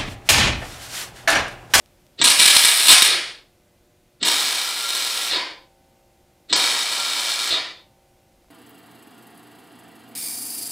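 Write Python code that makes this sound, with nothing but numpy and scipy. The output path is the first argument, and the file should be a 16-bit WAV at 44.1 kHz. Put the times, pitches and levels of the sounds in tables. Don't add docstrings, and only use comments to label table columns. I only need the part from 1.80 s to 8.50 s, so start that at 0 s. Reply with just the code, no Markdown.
import sys
import numpy as np
from scipy import signal
from scipy.fft import rfft, irfft
from scipy.io import wavfile
from scipy.ndimage import uniform_filter1d

SR = 44100
rng = np.random.default_rng(int(sys.argv[2]) if len(sys.argv) > 2 else 0)


def generate_wav(sig):
    pcm = np.round(np.clip(np.atleast_2d(sig).T, -1, 1) * 32767).astype(np.int16)
    wavfile.write(sys.argv[1], SR, pcm)


def nominal_scale(level):
    x = np.asarray(level, float) / 20
    return 10 ** x


N = 295602


def rms_one(x):
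    return x / np.sqrt(np.mean(x ** 2) + 1e-20)


def lowpass(x, hz):
    return signal.sosfilt(signal.butter(2, hz, fs=SR, output="sos"), x)


def in_time(tables):
    t = np.arange(N) / SR
    s, *columns = np.transpose(np.concatenate(tables))
    gate = sum((t >= rows[0][0]) & (t < rows[-1][0]) for rows in tables)
    return [np.interp(t, s, c) for c in columns] + [gate]


def at_hz(points, hz):
    f, value = np.transpose(points)
    return np.interp(np.log(np.maximum(hz, 1)), np.log(f), value)


def colour(x, spectrum):
    log_gain = at_hz(spectrum, np.fft.rfftfreq(4096, 1 / SR)) * np.log(10) / 20
    cepstrum = irfft(log_gain)
    cepstrum[1:2048] *= 2
    cepstrum[2049:] = 0
    pulse = irfft(np.exp(rfft(cepstrum)))
    return signal.fftconvolve(x, pulse / np.linalg.norm(pulse))[:N]


def resonate(x, modes):
    out = 0
    for k, (hz, width_hz, db) in enumerate(modes):
        r = np.exp(-np.pi * width_hz / SR)
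        poles = [1, -2 * r * np.cos(2 * np.pi * hz / SR), r * r]
        ring = signal.lfilter([1, 0, -1], poles, x + 1e-18)
        out = out + (-1) ** k * nominal_scale(db) * np.sqrt((1 - r * r) / 2) * ring
    return out


def grains(per_s, spread_db):
    sizes = nominal_scale(spread_db * np.minimum(rng.exponential(1, N), 3))
    signs = rng.choice([-1, 1], N)
    return rms_one(sizes * signs * (rng.random(N) < per_s / SR))


def struck(rows):
    clicks = np.zeros(N)
    for s, db in rows:
        clicks[round(s * SR)] = nominal_scale(db)
    return clicks


# strike t/s, arc out t/s, fizz/dB, bass/dB, top/dB
BURSTS = [
    (0.417, 1.28, -5, -0.5, -2),
    (2.431, 3.5, -15.5, 4.5, -2),
    (4.742, 5.7, -22.5, 5.5, -3.5),
]
# casting ring/dB, sputter/dB, feeder whine/dB, hum left after/dB, air/dB
LOADS = [
    (-16, -1, -52, -19, -3.5),
    (-12.5, -5, -40.5, 1.5, -1.5),
    (-9.5, -12, -40, -0.5, -4),
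]


def per_burst(rows, before):
    turn = np.searchsorted(np.array(BURSTS)[:, 0] * SR, np.arange(N), side="right")
    return np.vstack([before, rows])[turn].T


# t/s, level/dB
ARC_POWER = [
    [(0.417, -28), (0.58, -21), (0.7, -16), (0.86, -16.5), (1.07, -16.5), (1.09, -13), (1.14, -15),
     (1.15, -25), (1.28, -17.5)],
    [(2.428, -18.5), (2.49, -16.5), (2.6, -19), (2.7, -20.5), (2.95, -24.5), (3.17, -22), (3.35, -22.5),
     (3.5, -24)],
    [(4.7275, -34), (4.76, -17), (4.93, -19.5), (5.06, -23), (5.3, -22.5), (5.5, -21.5), (5.7, -23)],
]
# f/Hz, density/dB
CRACK = [(60, -51), (120, -43), (350, -24), (950, -10.5), (2100, -5.5), (3000, 0), (3900, -4.5), (5400, -2),
         (6400, -7.5), (8000, -10), (9800, -8.5), (11200, -23), (13200, -12), (15600, -22.5)]
# f/Hz, width/Hz, level/dB
CASTING = [(2324, 80, -1.5), (3077, 45, -1), (3763, 20, -0.5), (4400, 72, 3), (4870, 29, -7.5),
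           (5218, 45, -1.5), (5460, 13, -15), (8560, 330, -13)]
# f/Hz, width/Hz, level/dB
PUNCH = (950, 700, -5)


def arc():
    shorts_hz, settle_s = 120, 0.49
    arc_db, gate = in_time(ARC_POWER)
    strike, _, fizz_db, bass_db, top_db = per_burst(BURSTS, BURSTS[0])
    ring_db, sputter_db, _, _, air_db = per_burst(LOADS, LOADS[0])

    cold = np.exp(-np.abs(np.arange(N) / SR - strike) / settle_s)
    fizz_db, bass_db = fizz_db - 2 * cold, bass_db + 2 * cold
    ring_db, top_db = ring_db + 1.5 * cold, top_db - 2 * cold

    count = int(N / SR * shorts_hz) - 1
    chance = rng.standard_normal((count, 2))
    cycles = np.arange(count) + 0.98 + 0.056 * chance[:, 0].clip(-3, 3)
    at = (cycles * SR / shorts_hz).astype(int).clip(0, N - 1)
    shorts = np.zeros(N)
    shorts[at] = nominal_scale(3 * chance[:, 1].clip(-2, 1.5))
    steady = nominal_scale(-3) * rms_one(shorts) + nominal_scale(-0.5) * grains(1500, spread_db=3)

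    pops = restrikes()
    fade = np.exp(-1 / (0.003 * SR))
    sputter_level = signal.lfilter([1], [1, -fade], pops + 1e-18)
    sputter = sputter_level * rng.standard_normal(N) * nominal_scale(sputter_db - 6.5)
    drive = steady * nominal_scale(arc_db - 4.5) * gate + lowpass(nominal_scale(12.5) * pops + sputter, 10500)

    crack = colour(drive, CRACK)
    bass = lowpass(crack, 1500)
    top = signal.sosfiltfilt(signal.butter(2, [11300, 14000], "band", fs=SR, output="sos"), crack)
    air = signal.sosfiltfilt(signal.butter(4, 14000, "high", fs=SR, output="sos"), crack)
    fizz = nominal_scale(fizz_db) * resonate(drive, [(8850, 2000, 0.012)])
    airborne = crack + (nominal_scale(bass_db) - 1) * bass + (nominal_scale(top_db) - 1) * top + (nominal_scale(air_db) - 1) * air + fizz
    thump = resonate(pops ** 2, [(71.1, 250, -13), PUNCH])
    return airborne, nominal_scale(ring_db) * resonate(drive, CASTING) + thump


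# t/s, peak/dB
POPS = [(2.6071, -12.5), (2.6567, -12.6), (2.682, -13.9), (2.6899, -14.2), (3.0075, -16.9), (3.0407, -16.6),
        (3.0983, -14.6), (3.1052, -13.4), (3.1501, -12.7), (3.2232, -14.6), (3.2661, -15.7),
        (3.3759, -15.6), (3.4145, -15.4), (3.4328, -15.3), (4.8221, -10.9), (4.8407, -10.5),
        (4.8604, -11.7), (4.8993, -11.4), (4.9139, -12.3), (4.9489, -12.7), (5.0247, -14.5), (5.066, -13.6),
        (5.1238, -12.9), (5.132, -12.3), (5.2009, -14.7), (5.2494, -13.7), (5.3339, -13.5), (5.3952, -11.2),
        (5.4848, -13.9), (5.6764, -13.5)]
# t/s, peak/dB
OPENING = [(2.4286, -8), (2.4317, -14), (2.4356, -13), (2.4461, -14), (2.4504, -10), (2.4587, -11),
           (2.463, -8), (2.4695, -9), (2.4723, -7), (2.481, -6.5), (2.4842, -7), (4.7276, -1),
           (4.7307, -4.5), (4.7346, -3), (4.7387, -9.5), (4.742, -11), (4.7469, -12), (4.7581, -11.5)]
# t/s, length/s, peak/dB
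STUBS = [(0.4152, 0.015, -4.5), (0.4415, 0.019, -4.5), (0.4715, .015, -4), (0.5001, 0.004, -5),
         (0.5126, 0.012, -7), (0.594, 0.012, -0.5), (0.612, 0.02, -5), (0.6421, 0.00099, -6),
         (0.6563, 0.0081, -0.5), (0.678, 0.0084, -3), (0.7023, .015, -5), (0.749, 0.0096, -5.5),
         (0.7649, 0.0054, 0), (0.838, 0.0023, -6), (0.8486, .009, -0.5), (0.885, 0.0059, -8),
         (0.9203, 0.0017, -12), (0.9841, 0.0027, -15.5), (0.999, .015, -12), (1.0554, 0.0063, -9),
         (1.0839, .047, 1), (1.1388, 0, -3), (1.182, 0.0025, -5), (1.2214, 0.0049, -1),
         (1.25, 0.0048, -11.5), (0.5885, 0, -10.5), (1.0713, 0, -7)]


def restrikes():
    gap_s, spread_db, fall_db_per_s = 0.004, 3, 150.5
    rows = POPS + OPENING
    chances = rng.uniform(-1, 1, (len(STUBS), 2, 16))
    for (s, length_s, db), (gap_chance, size_chance) in zip(STUBS, chances):
        gaps = gap_s * (1 + 0.3 * gap_chance)
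        after_s = np.cumsum(gaps) - gaps[0]
        for a, c in zip(after_s, size_chance):
            if a <= max(length_s, 0):
                rows += [(s + a, db + 0.43 + spread_db * c - fall_db_per_s * min(a, 0.012))]
    return struck(rows)


# seated t/s, chatter/s, rattle/dB, thud/dB, knock/dB
TRIGGER = [
    (0.393, .022, -24, -33, -41.5),
    (1.261, 0.084, -15, -44.5, -41),
    (2.414, .014, -29, -33.5, -48),
    (3.507, .05, -15.5, -43.5, -26.5),
    (4.7, .027, -25.5, -40, -34),
    (5.708, 0.037, -14, -47, -35.5),
]
# f/Hz, density/dB
RATTLE = [(700, -31.5), (1200, -5), (2300, 0.5), (2800, -3), (3600, 2.5), (4000, -7), (4400, 1.5),
          (5100, -5.5), (5700, -14), (7700, -19), (12000, -41.5), (16000, -55)]
# f/Hz, width/Hz, level/dB
SEAT_RING = [(3750, 18, -13), (4300, 18.17, -13.5)]
# f/Hz, width/Hz, level/dB
THUD = [(153, 21, -8), (306, 60, 4.5), (368, 97, -4)]
# f/Hz, width/Hz, level/dB
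KNOCK = [(620, 90, -9), (1000, 50, 0)]


def trigger():
    close_db_per_s, rattle_fall_db_per_s, body_fall_db_per_s = 1499.5, 500.5, 145
    thud_lag_s, knock_lag_s = 0.008, 0.03
    t = np.arange(N) / SR
    rattle, thud, knock = 0, 0, 0
    for s, hold_s, rattle_db, thud_db, knock_db in TRIGGER:
        closing_db = close_db_per_s * np.clip(t - s, -1, 0)
        after = np.clip(t - s - hold_s, 0, 1)
        begun = t > s - 0.03
        rattle_curve = nominal_scale(rattle_db + closing_db - rattle_fall_db_per_s * after)
        rattle = rattle + rattle_curve * begun * (after < 0.035)
        body = nominal_scale(closing_db - body_fall_db_per_s * after) * begun * (after < 0.054)
        thud = thud + nominal_scale(thud_db) * body
        knock = knock + nominal_scale(knock_db) * body
    chatter = nominal_scale(-6) * grains(2500, spread_db=3)
    seat = colour(chatter * rattle, RATTLE)
    frame = resonate(chatter * rattle, SEAT_RING + [(600, 270, -14.5)])
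    cabinet = resonate(chatter * np.roll(thud, int(thud_lag_s * SR)), THUD)
    late_frame = resonate(chatter * np.roll(knock, int(knock_lag_s * SR)), KNOCK)
    return seat + frame + cabinet + late_frame


# f/Hz, width/Hz, level/dB
FEED_MESH = [(1376, 12, 0)]


def feeder():
    spin_up_s = 0.37
    held = uniform_filter1d(in_time(ARC_POWER)[-1] * 1.0, size=4000)
    strike = per_burst(BURSTS, BURSTS[0])[0]
    spun = np.clip((np.arange(N) / SR - strike) / spin_up_s, 0, 1)
    whine = rms_one(resonate(rng.standard_normal(N), FEED_MESH))
    return nominal_scale(per_burst(LOADS, LOADS[0])[2]) * spun * held * whine


# t/s, peak/dB
SET_DOWN = [
    (6.645, -41.5),
    (6.685, -42.5),
]
# f/Hz, width/Hz, level/dB
BENCH = [(600, 150, -3), (1000, 600, 0)]


def tool():
    return nominal_scale(4) * resonate(struck(SET_DOWN), BENCH)


# t/s, peak/dB
TICKS = [
    (0.06, -40.5),
    (0.2667, -44),
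]


def cooling():
    return nominal_scale(8.5) * colour(struck(TICKS), CRACK)


# lag/s, level/dB
NEAR_ECHOES = [(0.00025, -3), (0.00052, -5), (0.00075, -7), (0.00103, -7), (0.0031, -8), (0.0042, -14)]


def nearby(x):
    front = signal.lfilter([0.8, -1], [1, -0.8], x)
    out = front.copy()
    for s, db in NEAR_ECHOES:
        lag = round(s * SR)
        out[lag:] += nominal_scale(db) * front[:-lag]
    return out


# f/Hz, T60/s
SHOP_T60 = [(100, .85), (300, .85), (600, .7), (1200, .62), (4000, .66), (8000, .5), (14000, .36)]


def shop(x):
    t = np.arange(SR) / SR
    tail = np.zeros(SR)
    edges = 60 * 2 ** np.arange(0, 8.3, 0.5)
    for low, high in zip(edges, edges[1:]):
        sos = signal.butter(2, [low, high], "band", fs=SR, output="sos")
        band = signal.sosfilt(sos, rng.standard_normal(SR))
        t60_s = np.clip(at_hz(SHOP_T60, np.sqrt(low * high)), 0.05, 3)
        tail += band * nominal_scale(-60 * t / t60_s)
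    tail *= np.clip((t - 0.003) / 0.017, 0, 1)
    return signal.fftconvolve(x, tail / np.linalg.norm(tail))[:N]


def suppress(x, knee_db, slope):
    level_db = 10 * np.log10(uniform_filter1d(x ** 2, size=1323).clip(1e-12))
    cut_db = slope * np.minimum(level_db - knee_db, 0).clip(-40, 0)
    bass = signal.sosfiltfilt(signal.butter(2, 1100, fs=SR, output="sos"), x)
    return (x - bass) * nominal_scale(cut_db) + bass * nominal_scale(0.5 * cut_db)


# f/Hz, density/dB
QUIET = [(12, -31), (20, 0.5), (92, 1), (297, -5.5), (361, -5), (427, -15), (596, -3.5), (667, -12),
         (1230, -18), (2090, -18.5), (2270, -18), (13100, -25), (15500, -27)]
# t/s, level/dB
QUIET_DB = [(0, -58), (1.0, -59), (2.4, -61), (3.8, -60), (6.7, -60)]
# f/Hz, rms/dB
IDLE_HUM = [(360.7, -70.5), (479.1, -75), (597.5, -79.5), (721.4, -76.5), (839.8, -83.5), (1502, -82),
            (2040, -82.5), (2401, -87)]
# f/Hz, rms/dB
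FAN_LINE = (347, -75)
# f/Hz, rms/dB
WARM_HUM = [(538.3, -68.5), (662.1, -76), (780.6, -67), (899.0, -74.5), (958, -86), (1017, -89.5),
            (1502, -78.5), (2040, -89)]


def quiet():
    first_hum_db, cooling_db_per_s = -15, 8.5
    t = np.arange(N) / SR
    noise = colour(rng.standard_normal(N), QUIET) * nominal_scale(in_time([QUIET_DB])[0])
    arc_out = per_burst(BURSTS, BURSTS[0])[1]
    left_db = per_burst(LOADS, [0, 0, 0, first_hum_db, 0])[3]
    warmth = nominal_scale(left_db - cooling_db_per_s * np.clip(t - arc_out, 0, 9))

    def hum(lines):
        return sum(nominal_scale(db + 6.5) * np.sin(2 * np.pi * (hz * t + rng.random())) for hz, db in lines)

    idle = nominal_scale(-4.5) * hum(IDLE_HUM + [FAN_LINE])
    return noise + idle + uniform_filter1d(warmth, size=4000) * hum(WARM_HUM)


def scene():
    crack, ringing = arc()
    near = crack + trigger()
    direct = nominal_scale(-4) * nearby(near)
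    wet = nominal_scale(-5) * shop(near + nominal_scale(-12) * ringing)
    welder = direct + nominal_scale(-2) * ringing + feeder() + wet
    mono = suppress(welder, knee_db=-36.5, slope=0.99) + cooling() + tool() + quiet()
    return np.array([mono, mono])


def low_pass(x):
    return signal.sosfilt(signal.butter(12, 15620, fs=SR, output="sos"), x)


def record(dry):
    mute_before_s, mute_after_s = 0.032, 0.018
    t = np.arange(N) / SR
    near_strike = sum((t > s - mute_before_s) & (t < s + mute_after_s) for s, *_ in BURSTS)
    muted = uniform_filter1d(near_strike * 1.0, size=200)
    dulling = signal.cheby2(10, 30, 9200, fs=SR, output="sos")
    x = np.clip(dry + muted * (signal.sosfiltfilt(dulling, dry) - dry), -1, 1)
    x = x + 0.9 * muted * (signal.sosfiltfilt(dulling, x) - x)
    x = signal.sosfilt(signal.cheby2(12, 50, 16400, fs=SR, output="sos"), x)
    return low_pass(np.clip(x, -1, 1))


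dry = scene()
out = record(dry)
generate_wav(out)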